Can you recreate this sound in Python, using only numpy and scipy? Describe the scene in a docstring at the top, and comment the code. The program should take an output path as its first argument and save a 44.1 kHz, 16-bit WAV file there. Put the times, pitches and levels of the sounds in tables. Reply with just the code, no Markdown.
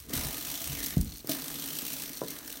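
"""Carpeted stairs in a house: a metal coil toy walks down and ends on the floor.
Its turns peel off one stack and clash onto the other in a bright, fluttering rustle.
The landing stack rings lower as it grows, the closed stack ticks as it tips, the stretched spring hums.
At each flip the free end lands with a thump; the stairs boom under the heavier ones.
A deep rumble and a faint hiss lie underneath."""
import sys
import numpy as np
from scipy import signal
from scipy.fft import rfft, irfft
from scipy.io import wavfile
from scipy.ndimage import uniform_filter1d

SR = 44100
rng = np.random.default_rng(int(sys.argv[2]) if len(sys.argv) > 2 else 0)


def dump_mix(stems):
    """Bounce the given channels to the path in sys.argv[1] as a 16-bit WAV at rate SR."""
    frames = np.atleast_2d(stems).T  # one column per channel
    limited = np.clip(frames, -1, 1)  # hard clip at full scale
    pcm = np.round(limited * 32767).astype(np.int16)
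    wavfile.write(sys.argv[1], SR, pcm)


N = 114660
TIME_S = np.arange(N) / SR

# Clash force of the turns. Each row: time in seconds, relative level in dB.
CLASH_FORCE = [(0, -49), (.04, -58), (.055, -49), (.078, -72), (.09, -47), (.131, -49), (.139, -34),
               (.2, -38), (.42, -42), (.52, -38.5), (.78, -40.5), (.86, -38), (.94, -44), (1.0, -50),
               (1.08, -52.5), (1.17, -49), (1.235, -58.5), (1.265, -49), (1.289, -54), (1.3, -35.5),
               (1.39, -42.5), (1.9, -39.5), (2.04, -41.5), (2.11, -46), (2.27, -49), (2.3, -46),
               (2.41, -51), (2.48, -48), (2.6, -48)]
# Standout clashes. Each row: start in seconds, level in dB.
ACCENTS = [(0.134, -24.5), (0.165, -30), (0.827, -31.5), (0.844, -39), (1.2934, -24), (1.332, -31.5),
           (1.786, -28.5), (2.132, -39), (2.171, -31.5), (2.282, -31.5), (2.304, -32.5), (2.386, -38.5),
           (2.476, -36), (2.501, -34.5), (2.525, -34), (2.57, -35.5)]
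# Spectrum of the clashing wire. Each row: frequency in Hz, relative gain in dB.
WIRE_COLOUR = [(1500, -25), (2800, -4.5), (4200, -1.5), (4900, -5), (5900, -0.5), (7200, -6.5), (8600, -2),
               (9600, -3), (10400, -9), (11800, -1), (15600, -0.5)]
# Rustle midrange. Each row: time in seconds, level in dB.
MID_LEVEL = [(.07, -60), (.14, -39), (.27, -44), (.55, -46.5), (.96, -50.5), (1.02, -57), (1.24, -63.5),
             (1.3, -41.5), (1.42, -47), (2.05, -49), (2.25, -60), (2.3, -48.5), (2.41, -52)]
# Midrange spectrum. Each row: frequency in Hz, relative gain in dB.
MID_COLOUR = [(200, -3), (450, -1.5), (660, 3), (900, -1), (1400, 0), (2100, 0), (2900, -6), (4500, -8.5)]
# Lone wire-on-wire clicks. Each row: start in seconds, level in dB.
CLICKS = [(.491, -16.5), (0.8404, -9.5), (0.862, -9), (.980, -17.5), (1.0118, -14.5), (1.014, -14),
          (1.047, -21), (1.172, -23.5), (1.183, -22), (1.273, -14), (1.482, -14.5), (1.933, -12.5),
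          (2.022, -13)]
# Tick and click spectrum. Each row: frequency in Hz, relative gain in dB.
TICK_COLOUR = [(2000, -31), (4500, -6), (14000, -2.5)]
# Landings, hard ones on several rows. Each row: start in seconds, drive in dB, pitch in Hz, T60 in seconds.
LANDINGS = [(.101, -38, 429, 0.059), (0.136, -25.5, 247, 0.081), (0.159, -21, 94, 0.034),
            (.252, -30, 149, 0.042), (.69, -36, 142.6, 0.15), (.969, -10.5, 177, 0.031),
            (.969, -37, 716, 0.036), (.968, -9.5, 80, 0.029), (1.2453, -28.5, 360, 0.014),
            (1.293, -23, 289, 0.053), (1.294, -31.5, 651, 0.063), (2.2169, -15, 510, 0.0088),
            (2.2171, -36.5, 985, 0.036), (2.233, -24, 457, 0.024)]
# Low modes of spring and stairwell. Each row: frequency in Hz, gain in dB, T60 in seconds.
BODY_MODES = [(152, -7.5, 0.2), (223.3, -4, 0.1), (275.5, 1, 0.12), (309, -2, 0.086), (358.5, -8, 0.095),
              (458, -7.5, 0.068)]
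# Hum of the stretched spring. Each row: time in seconds, level in dB.
HUM_LEVEL = [(0, -79), (.07, -50), (.14, -45.5), (.3, -48), (.55, -50), (.8, -47), (1.05, -49),
             (1.22, -61.5), (1.31, -46.5), (2.13, -50.5), (2.25, -55), (2.31, -45.5), (2.4, -53.5),
             (2.6, -50.5)]
# Hollow resonance of the landing stack. Each row: time in seconds, frequency in Hz, level in dB.
STACK_RESONANCE = [(.1, 5030, -78), (.55, 3320, -50), (.74, 2580, -51.5), (.79, 2000, -48.5),
                   (.94, 1930, -53), (1.05, 1890, -84), (1.52, 3450, -56), (1.8, 2900, -52),
                   (2.2, 1680, -60.5)]
# Partials of that resonance. Each row: frequency ratio, gain in dB.
STACK_PARTIALS = [(1.0, 0), (2.1, -6)]
# Tipping of the closed stack. Each row: start in seconds, end in seconds, level in dB.
TIPPING = [(1.016, 1.206, -52.5), (2.136, 2.347, -52.5)]
# Closed-stack modes. Each row: frequency in Hz, relative gain in dB, T60 in seconds.
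CLOSED_MODES = [(4370, 2, 0.013), (5800, 7.5, 0.0037)]
# Deep rumble. Each row: time in seconds, level in dB.
RUMBLE_LEVEL = [(0, -50.5), (.12, -51), (.26, -42), (.33, -54), (.6, -50.5), (.72, -42), (.9, -52.5),
                (1.12, -47), (1.25, -58), (2.6, -63.5)]
# Rumble spectrum. Each row: frequency in Hz, relative gain in dB.
RUMBLE_COLOUR = [(50, 4.5), (130, -8), (600, -32)]


def rustle(turns, force_gain_db=3, mid_flutter_exponent=0.58, ring_db=-9.5):
    """Clashing turns and lone clicks set the wire ringing."""
    start_s, db = np.transpose(ACCENTS)
    force = from_db(force_gain_db) * envelope(CLASH_FORCE) * turns
    force = np.hypot(force, chatter(impulses(start_s, from_db(db))))
    bright = colour(force * vary_bands(contacts()), WIRE_COLOUR)
    mid_force = envelope(MID_LEVEL) * turns ** mid_flutter_exponent
    middle = colour(mid_force * vary_bands(contacts()), MID_COLOUR)
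    wire = bright + middle + ticks()
    return wire + from_db(ring_db) * tail(wire, t60_s=0.27, delay_s=0.0017)


def flutter(turns_per_s=52, jitter_turns=.22, spread_db=1.1, sliding=.6):
    """Unit-rms force: turns fall on the stack one by one, over steady sliding."""
    count = 300
    timing, strength = rng.standard_normal((count, 2)).T
    start_s = (np.arange(count) + jitter_turns * timing) / turns_per_s
    return unit_rms(sliding + chatter(impulses(start_s, from_db(spread_db * strength))))


def chatter(spikes, attack_s=.0008, decay_s=.0036):
    """Clash envelope: flares at once, dies in milliseconds."""
    t = TIME_S[:SR // 10]
    shape = (1 - np.exp(-t / attack_s)) * np.exp(-t / decay_s)
    return signal.fftconvolve(spikes, shape / shape.max())[:N]


def contacts(rate_per_s=14000, spread_db=2.5):
    """Dense, uneven micro-contacts of wire on wire."""
    sizes = from_db(spread_db * np.minimum(rng.exponential(1, N), 4.5))
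    signs = rng.choice([-1, 1], N)
    return unit_rms(sizes * signs * (rng.random(N) < rate_per_s / SR))


def vary_bands(x, spread_db=1.5, changes_per_s=90):
    """Colour varies from clash to clash: bands swell and fade separately."""
    spectrum, hz = rfft(x), np.fft.rfftfreq(N, 1 / SR)
    bands = (np.sqrt(hz) // 11).astype(int)
    knots_db = spread_db * rng.standard_normal((bands.max() + 1, 1000))
    gains = [from_db(np.interp(TIME_S * changes_per_s, np.arange(len(row)), row)) for row in knots_db]
    return sum(gain * irfft(spectrum * (bands == k), N) for k, gain in enumerate(gains))


def ticks(rate_per_s=90, force_gain_db=19):
    """Wires meet at hard, thin points: a patter of ticks, some loud clicks."""
    spikes = rng.uniform(.3, 1, N) * (rng.random(N) < rate_per_s / SR)
    patter = from_db(force_gain_db) * envelope(CLASH_FORCE) * spikes
    start_s, db = np.transpose(CLICKS)
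    return colour(snap(patter + impulses(start_s, from_db(db))), TICK_COLOUR)


def snap(spikes, t60_s=.007):
    """Hard touch: a sharp crack, then a brief buzz."""
    decay = np.exp(-2 * np.log(1000) * TIME_S[:SR // 20] / t60_s)
    buzz_power = np.abs(signal.fftconvolve(spikes ** 2, decay / decay.sum())[:N])
    return spikes + np.sqrt(buzz_power) * rng.standard_normal(N)


def thumps():
    """The free end lands: cushioned knocks that boom in the stairwell."""
    knocks = 0
    for start_s, db, hz, t60_s in LANDINGS:
        cushion = signal.butter(3, [hz * 0.28, hz * 3.13], "band", fs=SR, output="sos")
        impact = impulses([start_s], [from_db(db)])
        knocks = knocks + signal.sosfilt(cushion, ring(impact, hz, t60_s))
    return knocks + stairwell(knocks)


def spring_hum(turns):
    """Falling turns shake the stretched spring."""
    return envelope(HUM_LEVEL) * unit_rms(body(turns * contacts()))


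def body(x):
    """Low modes of spring and stairwell, alternating in polarity."""
    return sum((-1) ** k * from_db(db) * ring(x, hz, t60_s)
               for k, (hz, db, t60_s) in enumerate(BODY_MODES))


def growing_stack(turns, width_hz=520):
    """The tube of landed turns lengthens, so its resonances sink during each step."""
    time_s, hz, db = np.transpose(STACK_RESONANCE)
    phase = 2 * np.pi * np.cumsum(np.interp(TIME_S, time_s, hz)) / SR
    hollow = 0
    for ratio, partial_db in STACK_PARTIALS:
        # Swept band-pass: shift down, low-pass, shift back.
        carrier = np.exp(1j * ratio * phase)
        lowpass = signal.butter(2, ratio * width_hz / 2, fs=SR, output="sos")
        baseband = signal.sosfilt(lowpass, turns * contacts() / carrier)
        hollow = hollow + from_db(partial_db) * unit_rms((baseband * carrier).real)
    return from_db(np.interp(TIME_S, time_s, db)) * hollow


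def closed_stack(touches_per_s=170):
    """Packed turns tick thinly against each other as the stack tips."""
    gate = sum(from_db(db) * ((TIME_S > start_s) & (TIME_S < end_s)) for start_s, end_s, db in TIPPING)
    touches = snap(rng.random(N) * (rng.random(N) < touches_per_s / SR))
    ringing = sum(from_db(db) * ring(touches, hz, t60_s) for hz, db, t60_s in CLOSED_MODES)
    return uniform_filter1d(gate, size=SR // 100) * unit_rms(ringing)


def stairwell(x, early_db=-5.5, boom_db=-3.5, boom_top_hz=325, modes_db=-85):
    """Short early reflections, then a dull boom: only the lows linger."""
    lows = signal.sosfilt(signal.butter(3, boom_top_hz, fs=SR, output="sos"), x)
    early = from_db(early_db) * tail(x, t60_s=0.14, delay_s=.006)
    boom = from_db(boom_db) * tail(lows, t60_s=0.34, delay_s=0.014)
    return early + boom + from_db(modes_db) * body(x)


def background(hiss_db=-74):
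    """Deep rumble, faint hiss."""
    rumble, hiss = rng.standard_normal((2, N))
    return envelope(RUMBLE_LEVEL) * colour(rumble, RUMBLE_COLOUR) + from_db(hiss_db) * hiss


def from_db(db):
    """Decibels to gain."""
    return 10 ** (np.asarray(db) / 20)


def unit_rms(x):
    """Scale to rms 1."""
    return x / np.sqrt(np.mean(x ** 2) + 1e-20)


def envelope(rows):
    """Gain over time from (s, dB) points."""
    time_s, db = np.transpose(rows)
    return from_db(np.interp(TIME_S, time_s, db))


def impulses(times_s, heights):
    """One spike at each time."""
    samples = np.clip(np.asarray(times_s) * SR, 0, N).astype(int)
    return np.bincount(samples, heights, N + 1)[:N]


def colour(x, points, size=2 ** 13):
    """Minimum-phase, unit-energy filter shaped by (Hz, dB) points."""
    hz, db = np.transpose(points)
    grid_hz = np.maximum(np.fft.rfftfreq(size, 1 / SR), 1)
    gain = from_db(np.interp(np.log(grid_hz), np.log(hz), db))
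    cepstrum = irfft(np.log(gain))
    causal = 2 * cepstrum[:size // 2] * (np.arange(size // 2) > 0)
    response = irfft(np.exp(rfft(causal, size)))
    return signal.fftconvolve(x, response / np.linalg.norm(response))[:N]


def ring(x, hz, t60_s):
    """One mode: a unit spike starts a decaying sine of height 1."""
    r = np.exp(-np.log(1000) / (t60_s * SR))
    w = 2 * np.pi * hz / SR
    return signal.lfilter([0, r * np.sin(w)], [1, -2 * r * np.cos(w), r * r], x + 1e-18)


def tail(x, t60_s, delay_s):
    """Unit-energy decay of dense modes or reflections."""
    t = TIME_S[:SR // 2]
    response = rng.standard_normal(len(t)) * np.exp(-np.log(1000) * t / t60_s) * (t > delay_s)
    return signal.fftconvolve(x, response / np.linalg.norm(response))[:N]


def scene():
    """The coil on the stairs, mono; one flutter drives rustle, growing stack and hum."""
    turns = flutter()
    coil = rustle(turns) + growing_stack(turns) + closed_stack() + spring_hum(turns)
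    return (coil + thumps() + background())[None]


def record(dry, low_hz=40, high_hz=16000):
    """Band limit: deepest bass removed, top cut steeply."""
    highpassed = signal.sosfilt(signal.butter(5, low_hz, "high", fs=SR, output="sos"), dry)
    taps = signal.firwin(401, high_hz, fs=SR, window=("kaiser", 8))
    return signal.fftconvolve(highpassed, taps[None], "same", axes=1)


dry = scene()
out = record(dry)
dump_mix(out)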